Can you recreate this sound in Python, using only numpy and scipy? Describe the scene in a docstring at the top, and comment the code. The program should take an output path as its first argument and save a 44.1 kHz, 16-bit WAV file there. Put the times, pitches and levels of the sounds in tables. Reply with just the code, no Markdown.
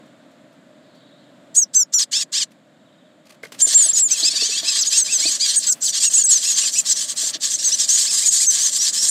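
"""Shrill whistles, low arched cries and hoarse rasps: nestlings beg inside a small wooden nest box, heard up close.
One chick gives five calls, then a parent lands at the hole and the whole brood joins in.
Whistles and cries are gliding tones from the two sides of the syrinx (a bird's voice organ); rasps mix
rough voices with breath noise. Wings rustle as shaped noise, feet ring the boards and claws scratch them.
Far traffic booms in the box as steady noise, and a bird outside sings quick falling notes."""
import sys
import numpy as np
from scipy import signal
from scipy.fft import rfft, irfft, next_fast_len
from scipy.io import wavfile
from scipy.ndimage import map_coordinates

SR = 44100
rng = np.random.default_rng(int(sys.argv[2]) if len(sys.argv) > 2 else 0)


def int16_out(signal):
    """Quantize to a 16-bit WAV file."""
    q = np.round(np.clip(np.atleast_2d(signal).T, -1, 1) * 32767)
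    wavfile.write(sys.argv[1], SR, q.astype(np.int16))


N = 401310  # length of the scene [samples]
STRAIN_FROM_S = 6.4  # from here on the voices strain more and more


def amp(db):
    """Turn decibels into a plain factor."""
    return 10 ** (np.asarray(db) / 20)


def unit(x):
    """Scale a sound to an average (RMS) strength of 1."""
    return x / np.sqrt(np.mean(x ** 2) + 1e-20)


def along(points, hz):
    """Read a curve of (frequency [Hz], value) points, spaced by ratio as the ear hears pitch."""
    f, v = np.transpose(points)
    return np.interp(np.log(hz + 1), np.log(f + 1), v)


def wobble(rate, size):
    """A smooth random curve with rate random points a second."""
    knots = rng.standard_normal(int(N * rate / SR) + 4)
    return map_coordinates(knots, [np.arange(size) * rate / SR])


def filtered(x, response):
    """Make each frequency stronger or weaker by the factor response(hz)."""
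    m = next_fast_len(len(x) + 8192)
    hz = np.fft.rfftfreq(m, 1 / SR)
    return irfft(rfft(x, m) * response(hz), m)[:len(x)]


def add(track, s, piece):
    """Lay a piece into a track at time s, cutting what runs past the end."""
    room = track[max(round(s * SR), 0):][:len(piece)]
    room += piece[:len(room)]


def swell(length, db, fade_db, edge):
    """Progress 0-1 of a call and its gain: soft ends of edge seconds, level changing by fade_db midway."""
    t = np.arange(round(length * SR)) / SR
    u = t / length
    ends = np.sin(np.pi / 2 * np.clip(np.minimum(t, length - t) / edge, 0, 1)) ** 2
    return u, ends * amp(db + fade_db * np.interp(u, [.3, .7], [-.5, .5]))


def phase_of(hz, jitter, rate=250):
    """Running phase of a tone whose pitch trembles, with rate random points a second."""
    trembling = hz * (1 + jitter * wobble(rate, len(hz)))
    return 2 * np.pi * np.cumsum(trembling) / SR + rng.uniform(0, 2 * np.pi)


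def echoes(x, t60):
    """A dense tail of reflections that fades 60 dB in t60 seconds, with total energy 1."""
    t = np.arange(SR // 4) / SR
    tail = rng.standard_normal(len(t)) * amp(-60 * t / t60)
    return signal.fftconvolve(x, tail / np.linalg.norm(tail))[:N]


def whistles():
    """Both membranes of the syrinx glide together; they share one airflow, so sum and difference tones appear."""
    # whistled notes: (start after the swoop [s], nominal length [s], middle pitch of the lower membrane [Hz],
    # glide over the note [%], final plunge [%], relative level [dB], upper membrane against lower [dB])
    notes = [(1.565, 0.078, 6640, -9, 20, -7, -14), (1.564, 0.036, 8100, -10.5, 3, -9, -30),
             (1.75, 0.085, 6084, -9, 13, -7.5, -0.5), (1.94, .055, 5910, -5.5, 18, -7, 0.5),
             (1.993, 0.039, 5880, -47, 4.4, -11, -35), (3.618, 0.0455, 7410, -4, 4.7, -3, -9.5),
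             (3.674, 0.044, 7210, -3, 5.7, -18.5, 3.5), (3.747, .084, 7265, -9.5, 2.6, -2, -28),
             (3.764, 0.16, 7970, -11, 1, -16.5, -19), (3.821, .09, 9790, -8.5, 1.03, -21, -39),
             (3.828, 0.043, 6730, -4, 13, -11.5, 0.5), (3.889, 0.021, 7740, -7, 5, -5.5, -22),
             (3.935, 0.06, 6890, -12, 2.1, -7.5, -19), (3.994, 0.085, 7450, -13.5, 2.63, -7.5, -18),
             (4.112, 0.034, 6350, -7, 14, -8.5, -1.5), (4.228, 0.044, 4690, 17.5, 1, -10, -27),
             (4.253, 0.034, 7810, 3.5, 10, -11, -36), (4.8, .042, 5880, -41, 41, -13.5, 2),
             (4.867, 0.031, 7090, 1, 14, -11, -10), (4.974, 0.063, 6536, -11.5, 2.5, -9, -1.5),
             (5.123, 0.056, 6410, -12.5, 2.5, -11, -3), (5.26, 0.039, 4680, 10, 1, -11.5, -24),
             (5.561, 0.035, 7090, 1.5, 20, -11, 4.5), (5.67, 0.064, 6280, -9.5, 28, -13.5, 7),
             (5.822, 0.037, 6310, -9, 30, -18.5, 6), (5.86, .032, 4300, -45, 15, -18, -8),
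             (6.05, 0.044, 6830, -5.5, 3, -11.5, -6), (6.136, 0.033, 6900, -5.5, 10, -9, -5.5),
             (6.15, 0.038, 7880, -6.5, 2.5, -6, -19), (6.18, 0.05, 7070, -7.5, 5.3, -7.5, -10),
             (6.239, 0.026, 6740, -8, 9.8, -10, -0.5), (6.264, 0.071, 7630, -11, 1.6, -6, -39),
             (6.292, 0.045, 9670, -13, 2, -19, -37), (6.313, 0.066, 6560, -14, 7.2, -8, -9),
             (6.467, 0.095, 6700, -5.5, 14, -14, -25), (6.786, .022, 7630, 1, 10, -5, -24),
             (6.897, .037, 6760, -7, 44, -11.5, 2.5), (6.936, .07, 5750, -18, 3, -22, -23),
             (7.537, 0.024, 6710, -1.5, 14.7, -10.5, -6), (7.642, 0.053, 6435, -10, 5.5, -9, -5),
             (7.789, .04, 5800, -9.5, 10, -13.5, -17.5), (7.888, 0.085, 6700, 21.5, 22, -10, -32),
             (7.988, 0.022, 6660, 23, 3, -17, -20), (8.125, 0.03, 7510, -6, 9.2, -17, -7),
             (8.259, 0.045, 6890, -14, 1.8, -6, -12), (8.404, 0.05, 4800, -19, 49, -22, -20),
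             (8.469, .048, 6285, -14, 1.2, -6, -5), (8.63, 0.052, 6430, -13, 3.7, -11, -24),
             (8.787, 0.083, 5930, 11.5, 20.5, -13.5, -26.5), (8.978, 0.082, 5650, 12.5, 13.7, -13, -18),
             (9.086, 0.022, 7370, -0.5, 1, -7, -1)]
    swoop_s, extra_s = .008, .012  # each note starts this early, and lasts this much longer than listed
    swoop, rise_s, fall_s = 0.61, .0045, .012  # share of pitch missing at the start; swoop and plunge times [s]
    interval = 1.235  # pitch ratio of upper to lower membrane at mid note
    strain = .0025  # pitch tremble gained with each second of straining
    out = np.zeros(N)
    for s, length, hz, glide, plunge, db, upper_db in notes:
        u, gain = swell(length + extra_s, db, fade_db=-1, edge=.014)
        t = u * (length + extra_s) - swoop_s
        swoop_up = swoop * np.exp(-(t + swoop_s) / rise_s)
        plunge_down = plunge / 100 * np.exp((t - length) / fall_s)
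        lower_hz = hz * (1 - swoop_up - plunge_down) * (1 + glide / 100 * (t / length - .5))
        upper_hz = lower_hz + (interval - 1) * hz
        lower = np.sin(phase_of(lower_hz, 0.0042 + strain * max(s - STRAIN_FROM_S, 0), 400))
        both = lower + amp(upper_db) * np.sin(phase_of(upper_hz, 0.0083))
        # the square and cube bring the extra tones
        tone = both + amp(-23.0) * (both ** 2 - np.mean(both ** 2)) - amp(-32.5) * both ** 3
        add(out, s - swoop_s, gain * amp(1.5 * wobble(70, len(u))) * tone)
    # a small beak passes only a band of pitches
    return filtered(out, lambda hz: 1 / np.sqrt(1 + (2500 / (hz + 1)) ** 4) / np.sqrt(1 + (hz / 12500) ** 6))


def cries():
    """An arched low note whose overtones the open beak favours; the other membrane beats against it."""
    # low cries: (start [s], length [s], top pitch [Hz], relative level [dB], overtones against the note [dB],
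    # beating depth [0-1])
    calls = [(2.122, .115, 2915, -32, 16.5, 1), (2.328, .115, 2705, -34, 16, 1),
             (4.089, 0.09, 2686, -32, 2.5, 0.4), (4.171, 0.066, 3440, -26.5, -3, 0.3),
             (4.239, 0.06, 2648, -26, 11, 0.5), (4.369, 0.071, 2700, -28, 4, 0.36),
             (4.425, .075, 3193, -26, 6.5, 0.3), (4.51, 0.054, 2700, -25.5, -2, 0.34),
             (4.553, 0.06, 3460, -22.5, -18, .5), (4.647, 0.068, 2680, -28, 0, 0.34),
             (4.92, 0.068, 2750, -26.5, 10.5, .6), (5.075, .072, 2703, -25, 0, 0.5),
             (5.22, 0.079, 2590, -25, -3, 0.5), (5.392, 0.08, 2430, -35.5, 22, 0.2),
             (6.01, 0.084, 2850, -29.5, 6, 0.4), (6.157, .07, 2920, -32.5, 0, .3),
             (6.324, 0.062, 2930, -44, 2, 0.33), (6.441, 0.075, 2770, -30.5, 7.5, .4),
             (6.609, 0.052, 2920, -26, 7, .4), (6.615, 0.056, 2626, -30, -0.5, .4),
             (6.747, 0.065, 2670, -28.5, 7, 0.2), (6.749, .06, 3020, -31, 11.5, .4),
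             (7.583, .04, 2900, -37.5, 19, 0.3), (7.713, 0.05, 3075, -29, 20.5, 0.45),
             (8.059, .065, 2660, -33.5, 14.5, .3), (8.207, .07, 2433, -33.5, 4.5, .3),
             (8.392, 0.062, 2475, -32.5, -6.5, .4)]
    climb, steepens = 2.7, .7  # share of top pitch climbed a second; how much steeper per second of straining
    top_at, roundness = .58, 2.1  # share of the call spent rising; 2 is round, beating points it toward 1
    out = np.zeros(N)
    for s, length, top_hz, db, overtones_db, depth in calls:
        u, gain = swell(length, db, 0, edge=0.015)
        steepness = climb * (1 + steepens * max(s - STRAIN_FROM_S, 0)) * length
        arch = top_hz * (1 - steepness * abs(u / top_at - 1) ** (roundness - depth))
        arch = arch * (1 + .035 * depth ** 2 * wobble(70, len(u)))
        phase = phase_of(arch, .003 + .008 * depth ** 2, 500)
        second = amp(3 * wobble(60, len(u))) * np.sin(2 * phase)
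        third = amp(-7 + 5 * wobble(40, len(u))) * np.sin(3 * phase)
        beating = 1 + depth * np.cos(phase_of(.64 * arch, .025, 400))
        beating = beating + depth / 4 * np.cos(phase_of(.3 * arch, .08, 400))
        voice = np.sin(phase) + amp(overtones_db) * (second + third) * beating
        add(out, s, gain * amp(1.8 * wobble(89, len(u))) * voice)
    return filtered(out, lambda hz: 1 / np.sqrt(1 + (hz / 7900) ** 24))  # little passes above the beak's resonance


def rasps():
    """Four rough voices screech at once; breath noise fills between their overtones."""
    # hoarse calls: (start [s], nominal length [s], relative level [dB], high part against low part [dB])
    calls = [(1.556, 0.0052, -20.5, 14), (1.744, 0.002, -27, 5.5), (1.934, 0.002, -22.5, 2),
             (1.992, 0.038, -19.5, 1.5), (2.124, 0.1, -20, -0.5), (2.332, 0.098, -20.5, -2.5),
             (3.597, 0.018, -8, 5), (3.661, 0.099, -17.5, 1), (3.757, 0.17, -28.5, -15.5),
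             (3.944, 0.076, -17.5, 4.5), (4.084, 0.22, -19, -2), (4.299, 0.313, -20, -6),
             (4.618, 0.21, -18.5, -7.5), (4.841, 0.038, -13.5, -4), (4.895, 0.12, -14, -3),
             (5.038, 0.19, -21, -2), (5.199, .18, -17, -1), (5.386, 0.12, -21, 0), (5.436, 0.13, -15, -4.5),
             (5.572, 0.054, -27, 7), (5.615, 0.084, -20, -5), (5.714, 0.022, -26, 27),
             (5.814, 0.095, -17.5, 7), (5.923, 0.077, -15.5, -3.5), (5.999, 0.074, -13, 2.5),
             (6.088, 0.13, -19.5, 3), (6.173, 0.066, -24.5, -3.5), (6.262, 0.15, -20, 1),
             (6.404, 0.14, -16, 1), (6.547, 0.16, -15.5, -0.5), (6.71, .11, -19, 7.5), (6.841, 0.1, -20, 0),
             (6.95, 0.12, -20.5, 1), (7.071, 0.062, -19.5, 1), (7.16, 0.15, -18, 2.5),
             (7.333, 0.031, -20, -15.5), (7.408, 0.096, -17, 0), (7.493, 0.072, -17.5, 4),
             (7.577, 0.19, -20.5, 2), (7.771, 0.093, -16.5, 1.5), (7.873, 0.22, -16, 4.5),
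             (8.095, 0.2, -16, 6), (8.302, 0.091, -13.5, 8.5), (8.381, 0.081, -14, 10),
             (8.495, 0.21, -16, 3), (8.709, 0.085, -17.5, 6.5), (8.789, .12, -15, 2.5),
             (8.929, 0.07, -13.5, 3), (9, 0.1, -14.5, 7)]
    # gaping beaks in the box: (frequency [Hz], relative level per Hz [dB])
    throat = [(400, -58.5), (850, -39), (1120, -17.5), (1400, -30), (1650, -13), (2500, -20.5),
              (3200, -7.5), (4200, -4), (5800, -6.5), (7600, -1), (8200, -6), (8900, -12.5), (10000, -22),
              (15800, -33)]
    # the lone chick hisses; as the brood strains, voices break into noise: (time [s], noise share [0-1])
    hoarse = [(3.65, .85), (4.05, .5), (5.6, .5), (7.3, .72)]
    brood_s = 3  # before this one chick calls alone, with more abrupt edges
    dull, bright = np.zeros(N), np.zeros(N)
    for s, length, db, bright_db in calls:
        u, gain = swell(length + 0.035, db, fade_db=-0.04, edge=0.051 if s > brood_s else .02)
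        share = np.interp(s, *np.transpose(hoarse))
        voices = unit(sum(screech(len(u)) for voice in range(4)))
        breath = unit(amp(2.5 * wobble(400, len(u))) * rng.standard_normal(len(u)))
        call = np.sqrt(1 - share ** 2) * voices + share * breath
        call *= gain * amp(1.59 * wobble(55.3, len(u)))
        add(dull, s - .015, call * amp(-bright_db / 2))
        add(bright, s - .015, call * amp(bright_db / 2))

    def upper(hz):
        """Share above the beak's lower resonance."""
        return 1 / (1 + (5500 / (hz + 1)) ** 8)

    low = filtered(dull, lambda hz: amp(along(throat, hz)) * (1 - upper(hz)))
    high = filtered(bright, lambda hz: amp(along(throat, hz)) * upper(hz))
    return amp(11.0) * low + amp(10.0) * high


def screech(size):
    """One rough voice: arched syllables that swoop up to a plateau, two membranes beating unsteadily."""
    syllable = (np.arange(size) / SR * rng.uniform(8, 14) + rng.uniform()) % 1  # progress 0-1, 8-14 a second
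    arch = .65 + .75 * np.sin(np.pi * syllable ** rng.uniform(.6, 1.6)) ** .25
    arch = arch * rng.uniform(.85, 1.25)
    left = phase_of(1900 * arch, .011, 600)
    right = phase_of(rng.uniform(600, 1100) * arch, .055, 400)
    overtones = sum(amp(4 * wobble(60, size)) * np.cos(k * left) for k in range(2, 6))
    return np.sin(np.pi * syllable) ** .6 * (.4 * np.cos(left) + overtones * (1 + .9 * np.cos(right)))


def rustle():
    """Fluttering wings: feathers brush feathers and moss, a hiss of unsteady strength."""
    # strength of the flutter: (time [s], level [dB])
    flutter = [(3.4, -95.5), (3.6, -44), (5.3, -46), (9.1, -49)]
    s, db = np.transpose(flutter)
    color = [(200, -11.5), (700, -5.5), (3000, -6.0), (15000, -16.5)]  # (frequency [Hz], level [dB])
    hiss = filtered(rng.standard_normal(N), lambda hz: amp(along(color, hz)))
    return amp(np.interp(np.arange(N) / SR, s, db) + 4.5 * wobble(25, N)) * unit(hiss)


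def perch():
    """The parent's feet hit the rim of the hole, and each blow makes it ring."""
    # landing blows: (time [s], relative level [dB])
    blows = [(3.435, -21), (3.456, -28)]
    # what the rim rings with: (frequency [Hz], relative level [dB], time to fade 60 dB [s])
    rim = [(473, -2.5, 0.024), (1520, -5.5, 0.029), (2130, 3, 0.025)]
    out, t = np.zeros(N), np.arange(SR // 20) / SR
    for s, db in blows:
        ring = sum(amp(level - 60 * t / t60) * np.sin(phase_of(hz + 0 * t, .08, 600)) for hz, level, t60 in rim)
        add(out, s, amp(db) * ring * (1 - np.exp(-t / .0006)))
    return out


def boards():
    """Knocks ring the box briefly, each with a dull noisy thud; claws give short scratchy puffs."""
    # feet and wings on the boards: (time [s], relative level [dB])
    knocks = [(3.433, -38.5), (3.667, -30), (3.737, -33.5), (3.858, -35), (4.228, -32.5), (4.281, -37.5),
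              (4.334, -33), (4.421, -29.5), (4.491, -36), (4.565, -42), (4.629, -34), (4.769, -36.5),
              (4.88, -40.5), (4.928, -35), (5.125, -37), (5.253, -31), (5.292, -37.5), (7.23, -33.5),
              (7.352, -35)]
    # claws on wood: (time [s], relative level [dB])
    scratches = [(.055, -57), (.31, -55), (.525, -56), (.948, -57), (2.5078, -48.5), (3.2522, -43.5),
                 (3.2935, -40.5), (3.3223, -47), (3.429, -34.5), (3.448, -37.5), (3.52, -34.5),
                 (3.535, -40), (3.579, -43.5)]
    # what the box rings with: (frequency [Hz], typical relative level [dB], time to fade 60 dB [s])
    box_tones = [(322.5, 8.5, 0.055), (434, 9, 0.031), (660, 10.5, 0.055)]
    thud_db, thud_s, thud_hz = -7.5, 0.06, 2200  # thud against knock level; time to fade 60 dB; upper edge
    rings, thuds, claws = np.zeros(N), np.zeros(N), np.zeros(N)
    t = np.arange(SR // 8) / SR
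    for s, db in knocks:
        ring = 0
        for hz, level, t60 in box_tones:
            ring = ring + amp(level + rng.normal(0, 5) - 60 * t / t60) * np.sin(2 * np.pi * hz * t)
        add(rings, s, amp(db - 4) * ring * (1 - np.exp(-t / .004)))
        add(thuds, s, amp(db + thud_db - 60 * t / thud_s) * rng.standard_normal(len(t)))
    for s, db in scratches:
        puff = amp(db + 1.5 - 60 * t / 0.14) * (1 - np.exp(-t / 0.0014))
        add(claws, s, puff * rng.standard_normal(len(t)) * amp(4.2 * wobble(210, len(t))))
    thuds = filtered(thuds, lambda hz: (hz > 250) / (1 + (hz / thud_hz) ** 4))
    # (frequency [Hz], level [dB])
    color = [(120, -31), (300, 0), (2200, 2.5), (5500, 0.5), (15000, -14.0)]
    return rings + thuds + filtered(claws, lambda hz: amp(along(color, hz)))


def song():
    """A far bird repeats one falling note, smeared by echoes."""
    # song phrases: (start [s], length [s], notes a second, top pitch at the start [Hz],
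    # bottom pitch at the start [Hz], pitch tremble [share], sinking over the phrase [share], relative level [dB])
    phrases = [(.72, .7, 75, 5000, 3200, .06, .2, -52), (2.66, .6, 15.7, 4000, 2700, .02, 0, -55.5)]
    out = np.zeros(N)
    for s, length, rate, top_hz, bottom_hz, tremble, sinking, db in phrases:
        u, gain = swell(length, db, 0, edge=length / 2.5)
        note = (u * length * rate) % 1  # progress 0-1 of each note
        hz = (top_hz + (bottom_hz - top_hz) * note ** 0.88) * (1 - sinking * u)
        add(out, s, gain * np.sin(np.pi * note ** .5) * np.sin(phase_of(hz, tremble)))
    return .45 * out + .9 * echoes(out, t60=.15)


def outside():
    """Far traffic and air: steady noise, colored by the box, that drifts a little."""
    # traffic and air heard through the box: (frequency [Hz], relative level per Hz [dB])
    color = [(30, -69), (101, -16), (140, -6.5), (285, -2.5), (420, -18.5), (610, -3.5), (805, -20),
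             (1700, -20), (2600, -27.5), (3700, -24.5), (5900, -39.5), (7400, -30.5), (9200, -42.5),
             (15800, -53)]
    noise = filtered(rng.standard_normal(N), lambda hz: amp(along(color, hz)))
    return amp(-48.0 + 0.64 * wobble(3.52, N)) * unit(noise)


def box(x):
    """The close walls answer briefly with quick reflections."""
    return x + amp(-12) * echoes(x, t60=.045)


def scene():
    """Birds and knocks sound inside the box; the song and the far noise come from outside."""
    brood = whistles() + cries() + rasps() + rustle()
    inside = box(brood + boards() + perch())
    return (inside + song() + outside())[None]


def record(dry):
    """Gain control turns the level down by up to 4 dB as running loudness builds up, and back up at the same
    pace as it eases; the capsule rounds peaks and drops the bass."""
    top_hz, roll_hz = 15800, 15550  # nothing passes from the first on; the treble falls steeply at the second
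    x = dry[0]
    loud = signal.lfilter([1e-4], [1, 1e-4 - 1], x ** 2)  # running power over about 0.23 s
    x = x * amp(-4 * loud / (loud + amp(-100)))  # at most 4 dB down
    x = x / (1 + np.abs(x / .66) ** 6) ** (1 / 6)  # peaks bend toward 0.66

    def response(hz):
        treble = (hz < top_hz) / (1 + (hz / roll_hz) ** 60)
        return treble / np.sqrt(1 + (110 / (hz + 1)) ** 6)

    return filtered(x, response)[None]


dry = scene()
out = record(dry)
int16_out(out)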